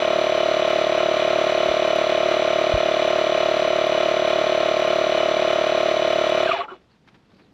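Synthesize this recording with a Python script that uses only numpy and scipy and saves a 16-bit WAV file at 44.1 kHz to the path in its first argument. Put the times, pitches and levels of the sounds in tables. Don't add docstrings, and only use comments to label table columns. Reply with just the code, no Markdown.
import sys
import numpy as np
from scipy import signal
from scipy.fft import rfft, irfft, next_fast_len
from scipy.io import wavfile
from scipy.ndimage import uniform_filter1d

SR = 44100
rng = np.random.default_rng(int(sys.argv[2]) if len(sys.argv) > 2 else 0)


def write(x):
    x = np.atleast_2d(x).T
    wavfile.write(sys.argv[1], SR, np.round(np.clip(x, -1, 1) * 32767).astype(np.int16))


N = 332073
T = np.arange(N) / SR
HZ = np.fft.rfftfreq(next_fast_len(N + 8192), 1 / SR)

# [pitch_hz, density_db_per_hz (relative)]
OUTDOORS = [(25, -5.5), (75, -3.5), (190, -1.5), (335, -10), (775, -14), (1660, -22), (4400, -26),
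            (9000, -42.5), (13000, -51)]
# [start_s, pitch_hz, swell_s, level_db]
BUMPS = [(1.689, 62, 0.0092, -35), (2.738, 76, 0.0051, -14), (2.755, 48, 0.0078, -23)]
# [middle_s, half_length_s, rub_db, swish_db, zip_db]
SLEEVE_STROKES = [(6.802, 0.063, -63, -69, -90), (6.925, .04, -68, -67, -66), (7.139, .1, -58, -65.5, -90),
                  (7.394, .11, -54.5, -64.5, -67), (7.53, .03, -58, -74, -86)]
# [pitch_hz, density_db_per_hz (relative)]
RUB_COLOUR = [(40, -24), (90, -2), (190, 5.5), (350, 2), (650, -10), (1500, -47)]
# [pitch_hz, density_db_per_hz (relative)]
SWISH_COLOUR = [(300, -6), (1000, 5), (2500, 0), (4500, -8.5), (5800, -15), (8000, -31), (13000, -36)]
# [peak_s, level_db (before the common trim)]
TICKS = [(7.076, -42), (7.086, -45), (7.144, -45.5), (7.317, -50)]
# [pitch_hz, density_db_per_hz (relative)]
FAN_COLOUR = [(25, -27), (42, -23), (60, -25), (100, -3), (200, 10.5), (290, -9), (350, 26.5), (480, 1),
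              (650, 15.5), (900, 3.5), (2000, -54)]
# [pitch_hz, level_db (rms)]
WHISTLE = [(4942, -55.5), (5760, -77), (5981, -49), (6503, -77.5)]
# [cycles_per_crank_turn, level_db (rms at running speed)]
WHINE_ORDERS = [(25, -42.5), (29, -42.5), (35, -49), (37, -59), (41, -49.5), (50, -45), (52, -46),
                (64, -51), (81, -53.5), (83, -44.5), (103, -45.5), (105, -45)]
# [middle_s, mesh_tone_db]
GEAR_CLASHES = [(6.478, -24), (6.499, -22), (6.517, -15), (6.549, -21), (6.569, -22)]
# [pitch_hz, density_db_per_hz (relative)]
SCRAPE_COLOUR = [(1200, -25), (2000, -8), (2550, -1), (3500, -9), (4500, -27), (9000, -50)]
# [pitch_hz, density_db_per_hz (relative)]
HOUSING_COLOUR = [(120, -45.5), (280, -3.5), (800, -1.5), (1400, 2), (1700, -5), (2450, -1), (3250, -15.5),
                  (4150, -8.5), (4550, -19.5), (6200, -27.5), (7600, -28), (9000, -41.5), (10500, -39.5),
                  (12200, -42.5), (13600, -50.5)]
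# [pitch_hz, width_hz, lift_db]
HOUSING_PANELS = [(1240, 130, 1), (2977, 105, 16.5), (3040, 79, -9), (3375, 330, 9.5), (3695, 24, -4.5),
                  (3894, 81, 5.5), (5000, 84, 4), (5710, 280, 8), (7980, 240, -10), (9170, 400, -13),
                  (9500, 200, 10)]
# [crank_angle_turns, pitch_hz, t60_s, level_db]
KNOCKS = [(.03, 3005, 0.023, -24.5), (.17, 2339, 0.013, -20.5), (.2, 4250, 0.018, -28),
          (.42, 3456, 0.017, -23), (0.768, 3500, 0.02, -28), (.8, 1000, 0.012, -25)]
# [start_s, pitch_hz, swell_s, level_db]
LAST_TONES = [(6.606, 1130, 0.0073, -20.5), (6.63, 857, 0.015, -34), (6.679, 1367, 0.0092, -33),
              (6.682, 2950, 0.018, -51), (6.698, 1111, 0.018, -39), (6.714, 372, 0.011, -32),
              (6.745, 3450, .018, -63)]
# [pitch_hz, density_db_per_hz (relative)]
SLIT_COLOUR = [(1000, -12), (4200, 7.5), (5500, 2.5), (7500, -3.5), (9000, -20.5), (10500, -2), (12200, -7),
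               (13600, -14)]
# [pitch_hz, level_db, swing_start_turns, flow_exponent]
VALVE_MODES = [(632.2, -11, 0.2214, 0.82), (361.3, -23, 0.1917, 0.39), (502.3, -31, 0.2055, 0.13)]

WHEEL_TEETH, PINION_TEETH, RUN_SPEED, POWER_OFF_S, START_ANGLE = 52, 11, 36.6715, 6.44, .3965
DRAG_S, FRICTION_SPEED, RUN_ON_S = .2207, 11.2, .0065
STALL_AT_S, BRAKE_S, ROCK_S, ROCK_SPEED = 6.671, .026, .15, 4.8
CLASH_S, MESH_DB = .0057, -38.5
SCRAPE_AT_S, SCRAPE_S, SCRAPE_DB = 6.515, .035, -29.5
ZIP_SLOW_HZ, ZIP_FAST_HZ = 2310, 4500
FLOW_PEAK, FLOW_OPEN, FLOW_CLOSE, OPEN_STEEP, CLOSE_STEEP = .35, .096, .16, 3.94, 2.96
BAND_EDGE_HZ = 13700


def amp(db):
    return 10 ** (np.asarray(db) / 20)


def unit(x):
    return x / np.sqrt(np.mean(x ** 2) + 1e-20)


def noise():
    return rng.standard_normal(N)


def bell(at, middle, width):
    return np.exp(-((at - middle) / width) ** 2)


def wander(per_s):
    return unit(np.interp(T * per_s, np.arange(N), noise()))


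def colour(x, spectrum, peaks=()):
    hz_points, db_points = np.transpose(spectrum)
    shape_db = np.interp(np.log(HZ + 1), np.log(hz_points), db_points)
    for hz, width_hz, lift_db in peaks:
        shape_db = shape_db + lift_db / (1 + (2 * (HZ - hz) / width_hz) ** 2)
    bass_cut = HZ ** 2 / (HZ ** 2 + 30 ** 2)
    spectrum_in = rfft(x, 2 * (len(HZ) - 1))
    return unit(irfft(spectrum_in * amp(shape_db) * bass_cut)[:N])


def swells(rows, jitter_s=0):
    out = np.zeros(N)
    for start_s, hz, swell_s, db in rows:
        age = np.maximum(T - start_s, 0)
        envelope = (age / swell_s * np.exp(1 - age / swell_s)) ** 2
        swing = np.sin(2 * np.pi * hz * (age + jitter_s * wander(350)))
        out += amp(db) * envelope * swing
    return out


def outdoor_air(level_db=-61):
    return amp(level_db) * colour(noise(), OUTDOORS)


def yard(x, wet_db=-24):
    t, t60_s = np.arange(SR // 2) / SR, .32
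    decay = np.exp(-np.log(1000) * t / t60_s)
    tail = rng.standard_normal(len(t)) * decay * (t > .005)
    return x + amp(wet_db) * signal.oaconvolve(x, tail / np.linalg.norm(tail))[:N]


def hand(tick_t60_s=.064, tick_db=-8, grain_db=3):
    rub_level = sum(amp(db) * bell(T, s, half_s) for s, half_s, db, _, _ in SLEEVE_STROKES)
    swish_level = sum(amp(db) * bell(T, s, half_s) for s, half_s, _, db, _ in SLEEVE_STROKES)
    rub = colour(noise(), RUB_COLOUR) * rub_level
    swish = colour(noise(), SWISH_COLOUR) * swish_level * amp(grain_db * wander(98))
    taps = np.zeros(N)
    for s, db in TICKS:
        taps += amp(db) * (T >= s) * np.exp(-np.log(1000) * abs(T - s) / tick_t60_s)
    return rub + swish + amp(tick_db) * taps * colour(noise(), SWISH_COLOUR)


def sleeve_zip():
    slide = np.max([bell(T, s, half_s) for s, half_s, *_ in SLEEVE_STROKES], axis=0)
    level = sum(amp(db) * bell(T, s, half_s) for s, half_s, _, _, db in SLEEVE_STROKES)
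    hz = ZIP_SLOW_HZ + (ZIP_FAST_HZ - ZIP_SLOW_HZ) * slide
    phase = 2 * np.pi * np.cumsum(hz) / SR + 1.2 * wander(900)
    return level * wander(700) * np.sin(phase)


def crank_speed():
    age = np.maximum(T - POWER_OFF_S - RUN_ON_S, 0)
    coast = (RUN_SPEED + FRICTION_SPEED) * np.exp(-age / DRAG_S) - FRICTION_SPEED
    brake = np.clip((STALL_AT_S - T) / BRAKE_S, 0, 1)
    rock_progress = np.clip((T - STALL_AT_S) / ROCK_S, 0, 1)
    rock = np.sin(np.pi * np.sqrt(rock_progress)) ** 2
    return coast * brake - ROCK_SPEED * rock


def fan(pace, level_db=-40):
    return amp(level_db) * colour(noise(), FAN_COLOUR) * pace ** 2


def whistle():
    powered = np.clip((POWER_OFF_S - T) * 200, 0, 1)
    tones = sum(amp(db) * np.sin(2 * np.pi * hz * T) for hz, db in WHISTLE)
    return np.sqrt(2) * powered * tones


def whine(turns, pace, backlash_turns=.00076):
    angle = turns + backlash_turns * wander(60)
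    tones = np.zeros(N)
    for order, db in WHINE_ORDERS:
        tones += amp(db) * np.cos(2 * np.pi * (order * angle + rng.random()))
    return np.sqrt(2) * tones * pace ** 2


def gear_chatter(turns, pace, overtone_db=-12, rough=.27):
    tooth = 2 * np.pi * WHEEL_TEETH * turns + .6 * wander(300)
    mesh = np.cos(tooth) + amp(overtone_db) * np.cos(2 * tooth)
    coasting = amp(MESH_DB) * pace * (T > POWER_OFF_S)
    clashing = sum(amp(db) * bell(T, s, CLASH_S) for s, db in GEAR_CLASHES)
    scrape = amp(SCRAPE_DB) * bell(T, SCRAPE_AT_S, SCRAPE_S) * colour(noise(), SCRAPE_COLOUR)
    return (mesh * (coasting + clashing) + scrape) * (1 + rough * wander(220))


def surface(turns, count=380, size=8192):
    random_phases = np.exp(2j * np.pi * rng.random(count))
    bumps = irfft(np.r_[0, random_phases], size)
    return np.interp(turns % 1 * size, np.arange(size), unit(bumps))


def rattle(turns, pace, wheel_db=-2, pinion_db=-2.5, loose_db=-1.5, tooth_depth=.3, wobble_depth=.042,
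           load_depth=.14, load_angle=.32, speed_power=.91, uneven_db=.52, level_db=-28):
    motor_turns = turns * WHEEL_TEETH / PINION_TEETH
    rub = amp(wheel_db) * surface(turns) + amp(loose_db) * noise()
    flaws = sum(surface(motor_turns, count=80) * surface(turns, count=5) for _ in range(5))
    pinion = amp(pinion_db) * unit(flaws)
    teeth = 1 + tooth_depth * np.cos(2 * np.pi * WHEEL_TEETH * turns)
    stroke_load = load_depth * np.cos(2 * np.pi * (turns - load_angle))
    motor_wobble = wobble_depth * np.cos(2 * np.pi * motor_turns)
    load = 1 + stroke_load + motor_wobble
    drive = (rub + pinion) * teeth * load * pace ** speed_power * amp(uneven_db * wander(30))
    return amp(level_db) * colour(drive, HOUSING_COLOUR, HOUSING_PANELS)


def knocks(turns, pace, rise_s=.00076, scatter=.25, play_s=.00005):
    out, t = np.zeros(N), np.arange(SR // 20) / SR
    for angle, hz, t60_s, db in KNOCKS:
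        at = np.flatnonzero(np.diff(np.floor(turns - angle)))
        force, late = rng.standard_normal((300, 2))[:len(at)].T
        hit = np.clip(at + np.round(late * play_s * SR).astype(int), 0, N - 1)
        blows = np.zeros(N)
        blows[hit] = pace[at] * (1 + scatter * force)
        envelope = (1 - np.exp(-(t / rise_s) ** 2)) * np.exp(-np.log(1000) * t / t60_s)
        ring = amp(db) * envelope * np.sin(2 * np.pi * hz * t)
        out += signal.oaconvolve(blows, ring)[:N]
    return out


def push(turns, pace, angle=.2244, width=.059, level_db=-28):
    u = (turns % 1 - angle) / width
    shove = np.exp(-u ** 2 / 2) * np.cos(2 * u)
    bass_cut = signal.butter(5, 60, "high", fs=SR, output="sos")
    return amp(level_db) * signal.sosfilt(bass_cut, shove) * pace ** 2


def valve_hiss(turns, pace, angle=.31, width=.11, uneven_db=4.5, level_db=-54):
    lift = bell(turns % 1, angle, width)
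    level = amp(level_db + uneven_db * wander(30))
    return level * lift * pace * colour(noise(), SLIT_COLOUR)


def air_flow(turns):
    past = turns % 1 - FLOW_PEAK
    opening = abs(past / FLOW_OPEN) ** OPEN_STEEP
    closing = abs(past / FLOW_CLOSE) ** CLOSE_STEEP
    return 1 / (1 + np.where(past < 0, opening, closing))


def valve(turns, pace, speed_power=.95, unevenness=.0041, slack_rise=.15):
    forward = np.maximum.accumulate(turns)
    stroke = np.floor(forward).astype(int)
    strength = 1 + unevenness * rng.standard_normal(stroke.max() + 1)
    flow = abs(uniform_filter1d(air_flow(forward) * (turns >= forward), size=40))
    clock = np.cumsum(1 + slack_rise * (1 - pace)) / SR
    shut = np.minimum(20 * np.sin(np.pi * forward) ** 2, 1)
    out = np.zeros(N)
    for hz, db, angle, flow_power in VALVE_MODES:
        opened = np.interp(stroke + angle, forward, clock)
        out += amp(db) * flow ** flow_power * np.cos(2 * np.pi * hz * (clock - opened))
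    return out * shut * strength[stroke] * pace ** speed_power


def scene():
    speed = crank_speed()
    turns = START_ANGLE + np.cumsum(speed) / SR
    pace = abs(speed) / RUN_SPEED
    drive = fan(pace) + whistle() + whine(turns, pace) + gear_chatter(turns, pace) + rattle(turns, pace)
    pump = knocks(turns, pace) + push(turns, pace) + valve_hiss(turns, pace) + valve(turns, pace)
    halt = swells(LAST_TONES, jitter_s=.00006)
    nearby = hand() + sleeve_zip() + swells(BUMPS)
    return (outdoor_air() + nearby + yard(drive + pump + halt))[None]


def record(dry):
    onset = np.sin(np.pi / 2 * np.minimum(T / .003, 1)) ** 2
    low_pass = signal.firwin(511, BAND_EDGE_HZ, window=("kaiser", 9), fs=SR)
    return signal.oaconvolve(dry * onset, low_pass[None], "same")


dry = scene()
out = record(dry)
write(out)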